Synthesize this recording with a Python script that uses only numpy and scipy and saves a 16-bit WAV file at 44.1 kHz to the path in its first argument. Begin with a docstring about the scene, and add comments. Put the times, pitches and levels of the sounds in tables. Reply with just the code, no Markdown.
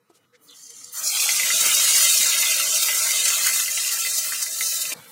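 """Wet onion paste meets hot oil

In a quiet kitchen a few drips fizz in a deep pan, the first one squealing; then the lump lands and boils fiercely.
Random tiny steam bursts make the hiss; larger bubbles spit, pop, gurgle and rumble, coloured by the pan's bowl.
A wooden spatula knocks now and then; pops and knocks reach the small microphone with a short tail off the walls.
Faint tones and rustles come first; near the end one hears, from one instant to the next, only a far quieter murmur.
"""
import sys
import numpy as np
from scipy import signal
from scipy.fft import rfft, irfft
from scipy.io import wavfile
from scipy.ndimage import uniform_filter1d

SR = 44100
rng = np.random.default_rng(int(sys.argv[2]) if len(sys.argv) > 2 else 0)


def transcribe(signal):
    """Save signal, clipped to [-1, 1], as a 16-bit WAV file at the path in sys.argv[1]."""
    frames = np.atleast_2d(signal).T
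    limited = np.clip(frames, -1, 1)
    pcm = np.round(limited * 32767).astype(np.int16)
    wavfile.write(sys.argv[1], SR, pcm)


def gain_from_decibels(decibels):
    """Convert decibel values to linear amplitude factors."""
    exponent = np.asarray(decibels, float) / 20
    return 10 ** exponent


N = 225439

# Quiet kitchen background. Each row: frequency in Hz, relative level in dB per Hz.
KITCHEN_SPECTRUM = [(24, -32), (55, -40), (110, -1.5), (213, -6), (390, -12), (622, -15), (945, -15.5),
                    (1150, -13.5), (1450, -17), (2620, -22), (3880, -28), (6050, -25.5), (15500, -34)]
# Peaks of that background. Each row: centre in Hz, width in Hz, height in dB.
KITCHEN_PEAKS = [(284, 28, 2.5), (467, 60, 10), (1276, 41, 15.5), (2970, 150, 10), (3450, 400, 2),
                 (3950, 160, 12)]
# Faint low tones that come and go. Each row: start in seconds, length in seconds, pitch in Hz, level in dB.
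LOW_TONES = [(-.03, 0.052, 484, -62), (0.32, 0.057, 490, -61.5), (0.39, 0.041, 287, -61),
             (0.442, 0.13, 292, -66), (.47, 0.077, 486, -69), (.6, 0.072, 280, -64),
             (0.657, 0.093, 480, -63), (0.748, 0.16, 284, -66), (0.795, 0.16, 487, -63)]
# Soft brushing before the first drip. Each row: start in seconds, length in seconds, level in dB,
# centre in Hz, width in octaves.
BRUSHES = [(0.086, 0.039, -69, 5500, 1.5), (0.118, 0.087, -63, 5500, 1.9), (.225, 0.044, -71, 1800, 1.4),
           (0.319, 0.062, -59, 1800, .5), (0.321, .06, -61.5, 4300, 1.2)]
# Dull knocks of spatula and bowl. Each row: start in seconds, level in dB, starting pitch in Hz,
# ring time (60 dB decay) in seconds.
SPATULA_KNOCKS = [(.0965, -60, 385, 0.022), (.0995, -48.5, 382, 0.02), (.1005, -56, 815, 0.017),
                  (.111, -58, 370, 0.017), (1.541, -34, 203, 0.0082), (1.613, -35, 231, 0.0089),
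                  (1.6645, -29.5, 406, 0.0068), (2.1995, -40, 230, .016), (4.918, -45, 287, 0.086),
                  (4.948, -45.5, 500, 0.14), (4.985, -48, 870, 0.079), (4.957, -47, 182, 0.069),
                  (4.986, -46, 150, 0.058), (5.007, -51, 139, 0.11)]
# Vigour of the boil before wander and brief changes. Each row: time in seconds, fine fizz in dB,
# top of the fizz against it in dB, spitting in dB, bubbling in dB.
BOIL_VIGOUR = [(.37, -99, 15, -90, -73), (.44, -66, 9, -76, -67), (.5, -59.5, -7, -51, -60),
               (.6, -48.5, -13, -47.5, -67.5), (.915, -46.5, -16, -43.5, -56), (.93, -45.5, 6, -39, -59),
               (.945, -38, 0, -39.5, -44), (.98, -32.5, -7, -32, -39), (.995, -34.5, -3, -43, -36.5),
               (1.02, -37.5, -4, -36, -41), (1.048, -29, -7, -37, -37.5), (1.073, -25.5, -8, -36, -39),
               (1.1, -25, -8, -31, -37), (1.12, -23.5, -7, -28, -46), (1.15, -24.5, -7, -23, -36),
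               (1.27, -24.5, -6.5, -27.5, -39), (1.38, -25, -9.5, -28, -36.5), (1.46, -26, -5, -31.5, -39),
               (1.53, -19.5, -10.5, -27.5, -38), (1.62, -22, -5, -31, -33), (1.7, -22, -5.5, -26, -35),
               (1.85, -19, -7.5, -26.5, -36), (2.02, -18, -5.5, -27, -33), (2.15, -19, -6.5, -27, -42.5),
               (2.3, -22, -7.5, -25.5, -34), (2.5, -22, -5, -27.5, -38.5), (2.7, -23, -8.5, -31, -38.5),
               (2.9, -23.5, -4, -30.5, -38.5), (3.05, -23.5, -5.5, -33.5, -35),
               (3.2, -25, -9.5, -31.5, -43.5), (3.38, -27, -6, -33, -36.5), (3.55, -26, -5.5, -32.5, -42),
               (3.64, -25.5, -3, -35.5, -42.5), (3.8, -25.5, -10, -33.5, -46.5),
               (3.93, -26, -5.5, -36.5, -39), (4.05, -25.5, -5.5, -30.5, -48),
               (4.13, -24.5, -8.5, -37.5, -44), (4.25, -28, -2, -37.5, -43), (4.38, -28, -4.5, -39.5, -45),
               (4.52, -30.5, -7, -42, -45.5), (4.66, -26, -4.5, -37.5, -47.5),
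               (4.9379, -29.5, -4.5, -42.5, -43), (4.938, -51, -10, -59, -50.5),
               (5.11, -54.5, 2, -57.5, -54)]
# The largest bubbles, likewise. Each row: time in seconds, gurgle in dB, rumble in dB.
LARGEST_BUBBLES = [(.4, -85, -95), (.9, -78, -90), (1.0, -57.5, -67), (1.45, -50.5, -57),
                   (1.75, -49, -52.5), (2.3, -49.5, -58), (3.0, -49.5, -58.5), (3.5, -56.5, -63),
                   (4.0, -58, -61.5), (4.5, -59.5, -62), (4.9379, -56.5, -60), (4.938, -64, -61),
                   (5.11, -73, -61)]
# Brief surges and dips of the boil. Each row: time of the extreme in seconds, change in fizz in dB,
# change in spitting and bubbling in dB, up or down (gurgle and rumble take a share of the latter).
SURGES_AND_DIPS = [(.51, 9, 0), (.57, 6, 1), (.637, 6, -5), (.668, 5, -3), (0.705, 10, 9), (.768, 4.5, 2),
                   (0.845, 12.5, -5), (1.23, -3, 6), (1.611, 7, 0), (1.665, 4.5, 3), (1.52, 0, -3),
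                   (1.57, 3, -3), (1.75, 5.5, -5), (1.91, 3.5, -1), (1.952, -1, 3.5), (2.05, 3, 1.5),
                   (2.18, 2.5, -5), (2.298, 6, 1), (2.43, -2, 1.5), (2.6, 1.5, 1), (2.832, 6.5, 0.5),
                   (2.887, 2, 7.5), (3.11, 1.5, -4), (3.244, 5.5, -5), (3.256, 7, 4.5), (3.283, 5, 1),
                   (3.31, 0, 1.5), (3.469, 7.5, 10), (3.562, 1.5, 6), (3.6, 5, 6), (3.662, 2, -3),
                   (3.781, 0, 8), (3.9, -2, -2), (3.98, -5, 6), (4.061, 0, 4), (4.187, 6, 5), (4.33, 2, 7),
                   (4.428, 7, 4), (4.61, 2, 7), (4.72, 3, 2), (4.82, 7, 4.5), (4.918, -4, 13)]
# Spectra of the bubble sizes, fine to large. Each row: frequency in Hz, relative level in dB per Hz.
FIZZ_SPECTRUM = [(2000, -19), (3400, -22.5), (3720, 0), (4980, -1), (6370, 2.5), (10500, -3.5),
                 (13600, -23), (22000, -120)]
FIZZ_TOP_SPECTRUM = [(5290, -52.5), (9000, -1), (12500, -3), (14800, -3), (15800, -4.5)]
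SPITTING_SPECTRUM = [(1060, -50), (1800, -7), (1990, -1.5), (2240, 2), (3600, 8.5), (4680, -35),
                     (7920, -120)]
BUBBLING_SPECTRUM = [(470, -108), (800, -10.5), (994, -6), (1310, -1), (1800, -2), (2340, 3), (3960, -120)]
GURGLE_SPECTRUM = [(240, -63), (400, -13.5), (644, -4.5), (740, -8.5), (800, -71), (1040, -41),
                   (1760, -120)]
RUMBLE_SPECTRUM = [(15, -27), (30, -13), (92, -11.5), (195, 0), (365, -9.5), (400, -14.5), (520, 4),
                   (880, -120)]
# Resonances of the bowl as heard from the small spot where the first drips fizz, from the fresh lump,
# from the stirred paste with the air above the oil, and from paste spread over the bottom.
# Each row: centre in Hz, width in Hz, peak or notch in dB.
BOWL_FROM_DRIPS = [(1240, 100, 2), (1730, 190, -5.5), (2070, 58, 3), (2560, 760, -23.5), (3030, 49, -29),
                   (3470, 270, -20), (3850, 180, -17), (4560, 300, 3.5), (5170, 150, -1), (6270, 210, 9.5),
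                   (7170, 330, 9), (8100, 160, -13), (9200, 270, 5)]
BOWL_FROM_LUMP = [(700, 37, -7), (975, 44, -38), (1310, 400, 1), (1863, 180, -53), (2090, 45, 4),
                  (2500, 270, 1), (2900, 260, -28), (3530, 310, -10), (3730, 105, -16), (4200, 240, 2),
                  (5660, 85, 8), (6900, 67, 5), (7650, 80, 5), (8920, 55, -23)]
BOWL_FROM_STIRRED = [(640, 80, 6), (770, 70, -12), (915, 60, 6), (985, 60, -8), (1340, 60, 7),
                     (1600, 70, 4), (1790, 90, -8), (2050, 60, 8), (2290, 90, -6), (2884, 40, 5),
                     (2975, 90, -6), (3330, 110, -9), (3480, 120, -7), (3780, 110, 2.5), (4000, 120, -8),
                     (5150, 120, -3), (5863, 40, 4), (6336, 40, 4), (6515, 50, 4), (6872, 60, 4),
                     (7072, 50, 4), (7186, 40, 4), (7378, 70, 4), (7542, 50, 4), (9142, 60, 4),
                     (9887, 40, 4), (11197, 50, 4), (12339, 40, 5)]
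BOWL_FROM_SPREAD = [(645, 61, 8), (738, 35, -12.5), (970, 27, -20), (1340, 20, 15), (1440, 69, -2.5),
                    (1830, 100, -1.5), (2050, 120, 5), (2206, 116, -22), (2600, 150, 3.5),
                    (2860, 90, -10.5), (3427, 330, -10.5), (3720, 49, 6.5), (3860, 170, -3),
                    (4930, 120, -3), (6180, 65, 4.5), (6600, 50, 0.5), (6950, 77, 6), (7340, 76, 6),
                    (9500, 74, 2.5)]
# Broad colour of the quiet murmur heard last. Each row: centre in Hz, width in Hz, peak or notch in dB.
MURMUR_COLOUR = [(500, 200, 1), (850, 300, 11), (1500, 500, 1), (2100, 360, -6), (2970, 800, 1),
                 (4160, 460, 4.5), (6500, 1200, -5), (9800, 1500, -2), (12000, 5000, 3)]
# How far narrow bands swell and drop out. Each row: frequency in Hz, swell in dB and drop-out in dB,
# both per unit of a random field.
BAND_CHANGES = [(300, 2.5, 0.5), (1020, 3, 6), (2000, 5.5, 54), (3540, 6.5, 33), (5170, 5.5, 36),
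                (6860, 3.5, 8), (9500, 4, 4), (12100, 11.5, 27)]
# The first drip squeals as it skates on the oil. Each row: time in seconds, pitch in Hz, level in dB.
DRIP_SQUEAL = [(.475, 4840, -68), (.488, 4300, -55), (.503, 3650, -51), (.52, 3770, -49), (.535, 3350, -55),
               (.565, 3240, -66)]
# Fixed resonances that the squeal passes. Each row: centre in Hz, width in Hz, peak or notch in dB.
SQUEAL_RESONANCES = [(2950, 120, 7), (3200, 120, -8), (3450, 150, 6), (3760, 120, -12), (4050, 140, 7),
                     (4450, 200, -6), (4800, 140, 8)]
# Steam pocket under the lump. Each row: frequency in Hz, relative level in dB per Hz.
POCKET_SPECTRUM = [(550, -28), (720, 5), (870, 10), (960, -24), (1150, -10), (1500, -30)]
# Big bubbles bursting. Each row: start in seconds, level in dB, starting pitch in Hz.
BIG_BUBBLE_POPS = [(1.17, -21, 2340), (1.199, -20, 2550), (1.291, -13, 2170), (1.345, -22, 2330),
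                   (1.397, -14.5, 2210), (1.433, -17.5, 2140), (1.503, -16, 1890), (2.212, -22, 2600),
                   (2.3204, -17, 2720), (2.4268, -19, 2670), (2.519, -16, 2560), (2.5987, -25.5, 1320),
                   (2.7573, -18, 2900), (2.885, -18, 2060), (3.108, -20, 2170), (3.177, -24, 2600),
                   (3.258, -21, 2460), (3.28, -19, 2100), (3.302, -18, 2640), (3.4652, -21, 1720),
                   (3.474, -17, 2100), (3.4805, -17.5, 1940), (3.485, -34, 2300), (3.494, -22, 1830),
                   (3.5328, -20.5, 2560), (3.659, -22, 2830), (3.6789, -20.5, 2020), (3.773, -18, 2720),
                   (3.776, -24, 2090), (3.848, -21.5, 2720), (3.863, -32, 1980), (3.878, -23, 2670),
                   (3.8926, -19.5, 2770), (3.974, -27.5, 1660), (4.0138, -28, 2630), (4.0494, -22, 1940),
                   (4.064, -23, 1990), (4.319, -26, 1770), (4.3222, -19.5, 1730), (4.328, -35, 1340),
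                   (4.3467, -25, 2660), (4.422, -33, 2100), (4.4638, -28, 1980), (4.6086, -19, 2080),
                   (4.727, -30, 2400), (4.8532, -22, 2520), (4.9222, -22.5, 2400)]

LANDING_S, LANDING_OVER_S = 0.98, 0.11
STIRRED_S, STIRRED_OVER_S = 1.203, 0.31
SPREAD_S, SPREAD_OVER_S = 3.1, 0.51
MURMUR_FROM_S = 4.938  # abrupt change of level and colour


def curve(table):
    """Columns of a table of (seconds, value, ..) rows, one value a sample; held at the ends."""
    s, *columns = np.transpose(table)
    return [np.interp(np.arange(N) / SR, s, column) for column in columns]


def unit(x):
    """Scale to rms 1."""
    return x / np.sqrt(np.mean(x ** 2))


def swell(start_s, length_s):
    """Smooth hump, a squared half sine, from start_s on."""
    return np.sin(np.pi * np.clip((np.arange(N) / SR - start_s) / length_s, 0, 1)) ** 2


def walk(rate):
    """Random levels, each held 1 / rate seconds and slewed twice; spread 1."""
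    hold = int(SR / rate)
    levels = np.repeat(rng.standard_normal(N // hold + 1), hold)
    return unit(uniform_filter1d(uniform_filter1d(levels, hold), hold)[:N])


def colour(x, spectrum=((20, 0), (20000, 0)), bumps=()):
    """Causal minimum-phase filter with the given spectrum and bell-shaped peaks or notches."""
    size = 2 ** 13
    hz = np.arange(size // 2 + 1) * SR / size + 1
    at, db = np.transpose(spectrum)
    gain_db = np.interp(np.log(hz), np.log(at), db, left=-60, right=-60)
    for centre, width, bump_db in bumps:
        gain_db = gain_db + bump_db / (1 + (2 * (hz - centre) / width) ** 2)
    # folding the cepstrum onto positive time makes the filter causal
    cepstrum = irfft(np.log(gain_from_decibels(gain_db)))
    cepstrum = cepstrum * np.r_[1, 2 * np.ones(size // 2 - 1), 1, np.zeros(size // 2 - 1)]
    return signal.fftconvolve(x, irfft(np.exp(rfft(cepstrum))))[:N]


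def patches(x, band_hz, hold_s, weak_db):
    """Narrow bands swell, fade and briefly drop out, most often where they are weak already."""
    size = 1024
    hz, _, spec = signal.stft(x, SR, nperseg=size, noverlap=size * 3 // 4)
    bins = max(round(band_hz * size / SR), 1)
    frames = max(round(hold_s * 4 * SR / size), 1)
    field = rng.standard_normal(spec.shape)
    for _ in range(2):
        field = uniform_filter1d(uniform_filter1d(field, bins, axis=0), frames, axis=1)
    field = unit(field)
    # level of each band against its neighbours
    power = uniform_filter1d(np.abs(spec) ** 2, 4 * frames, axis=1) + 1e-20
    near, wide = (np.abs(uniform_filter1d(power, k, axis=0)) for k in (bins, 5 * bins))
    standing = 10 * np.log10(near / wide) / weak_db
    at, swell_db, hole_db = np.transpose(BAND_CHANGES)
    swell_db, hole_db = (np.interp(hz, at, column)[:, None] for column in (swell_db, hole_db))
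    hole = np.clip(-field - standing - 1, 0, 2)
    gain = gain_from_decibels(swell_db * np.minimum(field, 0.9) - hole_db * hole)
    # restore half, in dB, of each band's change in power
    restore = np.sqrt(np.sum(power, axis=1) / np.sum(power * gain ** 2, axis=1))
    gain = gain * restore[:, None] ** 0.5
    return signal.istft(spec * gain, nperseg=size, noverlap=size * 3 // 4)[1][:N]


def bursts(per_s, scatter_db, spurt_db, spurt_rate):
    """Steam bursts at random instants, with scattered sizes and a slow wander in level."""
    chance, sign, size = rng.random(N), rng.standard_normal(N), rng.exponential(size=N)
    level_db = scatter_db * np.minimum(size, 5) + spurt_db * walk(spurt_rate)
    return (chance < per_s / SR) * sign * gain_from_decibels(level_db)


def rings(events, spray, glide, attack_s):
    """Each event rings at its gliding pitch, with a spray of noise inside the same decay."""
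    out, t = np.zeros(N + SR), np.arange(SR // 8) / SR
    noise = rng.standard_normal((len(events), len(t)))
    for (s, db, hz, t60), hiss in zip(events, noise):
        shape = (1 - np.exp(-t / attack_s)) * np.exp(-np.log(1000) * t / t60)
        band = signal.butter(2, [0.81 * hz, 1.83 * hz], "bandpass", fs=SR, output="sos")
        tone = np.sin(2 * np.pi * hz * t * (1 + glide * t / t60))
        tone = tone + spray * unit(signal.sosfilt(band, hiss))
        start = int(s * SR)
        out[start:start + len(t)] += gain_from_decibels(db) * shape * tone / shape.max()
    return out[:N]


def kitchen_tail(x):
    """Adds the short diffuse tail of the walls and stove top: decaying noise after 3 ms."""
    t60_s, tail_db = 0.095, -6.5
    t = np.arange(SR // 2) / SR
    tail = rng.standard_normal(len(t)) * np.exp(-np.log(1000) * t / t60_s) * (t > 0.003)
    return x + gain_from_decibels(tail_db) * signal.fftconvolve(x, tail / np.sqrt(np.sum(tail ** 2)))[:N]


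def hush():
    """Kitchen background: coloured noise that wanders in level, then has band drop-outs laid on it."""
    air = unit(colour(rng.standard_normal(N), KITCHEN_SPECTRUM, KITCHEN_PEAKS))
    return patches(gain_from_decibels(-66 + 1.7 * walk(10)) * air, band_hz=120, hold_s=0.065, weak_db=4)


def tones():
    """Faint low tones, wavering together in pitch and blurred by random amplitude and phase."""
    blur_per_s, blur_depth = 45, 0.7
    out, cycles = 0, 2 * np.pi * np.cumsum(1 + 0.012 * walk(9.9)) / SR
    for s, length_s, hz, db in LOW_TONES:
        blur = 1 + blur_depth * (walk(blur_per_s) + 1j * walk(blur_per_s))
        out = out + gain_from_decibels(db) * swell(s, length_s) ** 0.5 * (blur * np.exp(1j * hz * cycles)).real
    return out


def rustles():
    """Soft brushing: short puffs of band-limited noise."""
    out = 0
    for s, length_s, db, hz, octaves in BRUSHES:
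        edges = hz * 2 ** (octaves * np.array([-0.5, 0.5]))
        band = signal.butter(2, edges, "bandpass", fs=SR, output="sos")
        puff = unit(signal.sosfilt(band, rng.standard_normal(N)))
        out = out + gain_from_decibels(db + 1.9 * walk(95.5)) * swell(s, length_s) * puff
    return out


def knocks():
    """Spatula and bowl knock: damped, slightly falling rings with noise, and the kitchen's tail."""
    return kitchen_tail(rings(SPATULA_KNOCKS, spray=0.57, glide=-0.065, attack_s=0.0021))


def surges_and_dips():
    """Brief changes in dB, up or down, of fizz and of larger bubbles: quick onset, longer return for bubbles."""
    onset_s, fizz_return_s, bubble_return_s = 0.0038, 0.0035, 0.012
    out, t = 0, np.arange(N) / SR
    return_s = np.array([[fizz_return_s], [bubble_return_s]])
    for s, *change_db in SURGES_AND_DIPS:
        out = out + np.c_[change_db] * np.exp(-np.maximum((s - t) / onset_s, (t - s) / return_s))
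    return out


def bubble_wander():
    """Chance wander in dB of one bubble size, quick and slow together."""
    return 0.93 * walk(30) + 0.6 * walk(12)


def crackle(count=18):
    """Small bubbles of many sizes burst at random, each ringing briefly at its own pitch."""
    low_hz, octaves, t60_s = 1900, 1.5, 0.01
    out, r = 0, np.exp(-np.log(1000) / (t60_s * SR))
    for hz in low_hz * 2 ** (octaves * np.arange(count) / count):
        resonator = [1, -2 * r * np.cos(2 * np.pi * hz / SR), r ** 2]
        hits = bursts(per_s=70, scatter_db=2, spurt_db=2, spurt_rate=20)
        out = out + unit(signal.lfilter([1, 0, -1], resonator, hits))
    return unit(out)


def drifting(x, bumps):
    """Bowl colour that fades between a lower and a higher place of its peaks and notches below 5100 Hz."""
    drift, below_hz = 0.0074, 5100  # drift as a fraction of the pitch
    share = np.clip(0.5 + 3.1 * walk(2.4), 0, 1)
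    out = 0
    for part, shift in ((share, drift), (1 - share, -drift)):
        moved = [(hz * (1 + shift * (hz < below_hz)), width, db) for hz, width, db in bumps]
        out = out + colour(x * part, bumps=moved)
    return out


def sizzle():
    """Bubbles of all sizes, fine fizz to low rumble, heard through the pan's bowl; last, a quiet murmur."""
    t = np.arange(N) / SR
    fizz_db, top_db, spit_db, bubbling_db = curve(BOIL_VIGOUR)
    gurgle_db, rumble_db = curve(LARGEST_BUBBLES)
    fizz_change_db, bubble_change_db = surges_and_dips()
    fizz_db = fizz_db + fizz_change_db + 0.91 * walk(75)
    spit_now_db = spit_db + bubble_change_db + bubble_wander()
    bubbling_db = bubbling_db + bubble_change_db + bubble_wander()
    gurgle_db = gurgle_db + 0.6 * bubble_change_db + bubble_wander()
    rumble_db = rumble_db + 0.1 * bubble_change_db + bubble_wander()

    fine = bursts(per_s=25000, scatter_db=1.3, spurt_db=0.5, spurt_rate=26)
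    spits = bursts(per_s=8000, scatter_db=-3.0, spurt_db=1.0, spurt_rate=60)
    bubbles = bursts(per_s=6000, scatter_db=-2.0, spurt_db=0.0, spurt_rate=12)
    gurgles = bursts(per_s=4000, scatter_db=1, spurt_db=0.5, spurt_rate=30)
    rumbles = bursts(per_s=4000, scatter_db=1, spurt_db=0.4, spurt_rate=20)
    layers = ((fine, FIZZ_SPECTRUM, fizz_db), (fine, FIZZ_TOP_SPECTRUM, fizz_db + top_db),
              (spits, SPITTING_SPECTRUM, spit_now_db), (bubbles, BUBBLING_SPECTRUM, bubbling_db),
              (gurgles, GURGLE_SPECTRUM, gurgle_db), (rumbles, RUMBLE_SPECTRUM, rumble_db))
    boil = sum(gain_from_decibels(db) * unit(colour(x, spectrum)) for x, spectrum, db in layers)
    landed = np.clip((t - LANDING_S) / LANDING_OVER_S, 0, 1)
    boil = boil + landed * gain_from_decibels(spit_db - 7) * crackle()  # 7 dB under the steady spitting

    # the boiling moves from the drips to the lump, then over the whole bottom, and the colour follows
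    stirred = np.clip((t - STIRRED_S) / STIRRED_OVER_S, 0, 1)
    spread = np.clip((t - SPREAD_S) / SPREAD_OVER_S, 0, 1)
    stages = ((1 - landed, BOWL_FROM_DRIPS), (landed - stirred, BOWL_FROM_LUMP),
              (stirred - spread, BOWL_FROM_STIRRED), (spread, BOWL_FROM_SPREAD))
    bowl = sum(drifting(boil * np.sqrt(np.maximum(share, 0.0)), bumps) for share, bumps in stages)
    murmur = colour(boil * (t >= MURMUR_FROM_S), bumps=MURMUR_COLOUR)
    return sum(patches(x, band_hz=90, hold_s=0.04, weak_db=2) * gate
               for x, gate in ((bowl, t < MURMUR_FROM_S), (murmur, t >= MURMUR_FROM_S)))


def squeal():
    """Mostly falling squeal of the first drip, roughened by random phase, through fixed resonances."""
    hz, squeal_db = curve(DRIP_SQUEAL)
    rough = walk(1500) + 1j * walk(1500)
    t = np.arange(N) / SR
    tone = (rough * np.exp(2j * np.pi * np.cumsum(hz) / SR)).real
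    sound = gain_from_decibels(squeal_db + 2.0 * walk(123)) * tone
    sounding = (t > DRIP_SQUEAL[0][0]) * (t < DRIP_SQUEAL[-1][0])
    return colour(sound * sounding, bumps=SQUEAL_RESONANCES)


def pocket():
    """Hollow bubbling of steam under the lump: swells soon after landing, collapses when stirred."""
    from_s, peak_s, start_db, peak_db, fall_db_per_s = 1.08, 1.3, -54, -47, 199
    t = np.arange(N) / SR
    steam = bursts(per_s=400, scatter_db=2.5, spurt_db=1.5, spurt_rate=17.0)
    hollow = unit(colour(steam, POCKET_SPECTRUM))
    db = np.interp(t, (from_s, peak_s), (start_db, peak_db))
    db = db - fall_db_per_s * np.maximum(t - peak_s, 0)
    return gain_from_decibels(db) * np.clip((t - from_s) / 0.022, 0, 1) * hollow


def pops():
    """Big bubbles burst: a rising snap and a fainter, longer ring, coloured by bowl and kitchen."""
    snaps = rings([(*pop, 0.01) for pop in BIG_BUBBLE_POPS], spray=0.35, glide=0.11, attack_s=0.00065)
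    after = rings([(*pop, 0.064) for pop in BIG_BUBBLE_POPS], spray=0.72, glide=0.062, attack_s=0.0043)
    heard = kitchen_tail(colour(snaps + gain_from_decibels(-18.5) * after, bumps=BOWL_FROM_STIRRED))
    return heard * (np.arange(N) < MURMUR_FROM_S * SR)


def scene():
    """The pan, the knocks and the kitchen, in one channel."""
    around_pan = hush() + tones() + rustles() + knocks()
    pan = sizzle() + squeal() + pocket() + pops()
    return (around_pan + pan)[None]


def roll_off(x):
    """The treble ends steeply here."""
    return signal.sosfilt(signal.butter(12, 16590, fs=SR, output="sos"), x)


def record(dry):
    """A small microphone rounds the loudest peaks and cuts bass and top."""
    low_cut_hz, top_hz = 117, 15750
    rounded = np.tanh(1.3 * dry) / 1.3
    thin = signal.sosfilt(signal.butter(2, low_cut_hz, "highpass", fs=SR, output="sos"), rounded)
    cut = signal.sosfilt(signal.ellip(10, 0.2, 80, top_hz, fs=SR, output="sos"), thin)
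    return roll_off(cut)


dry = scene()
out = record(dry)
transcribe(out)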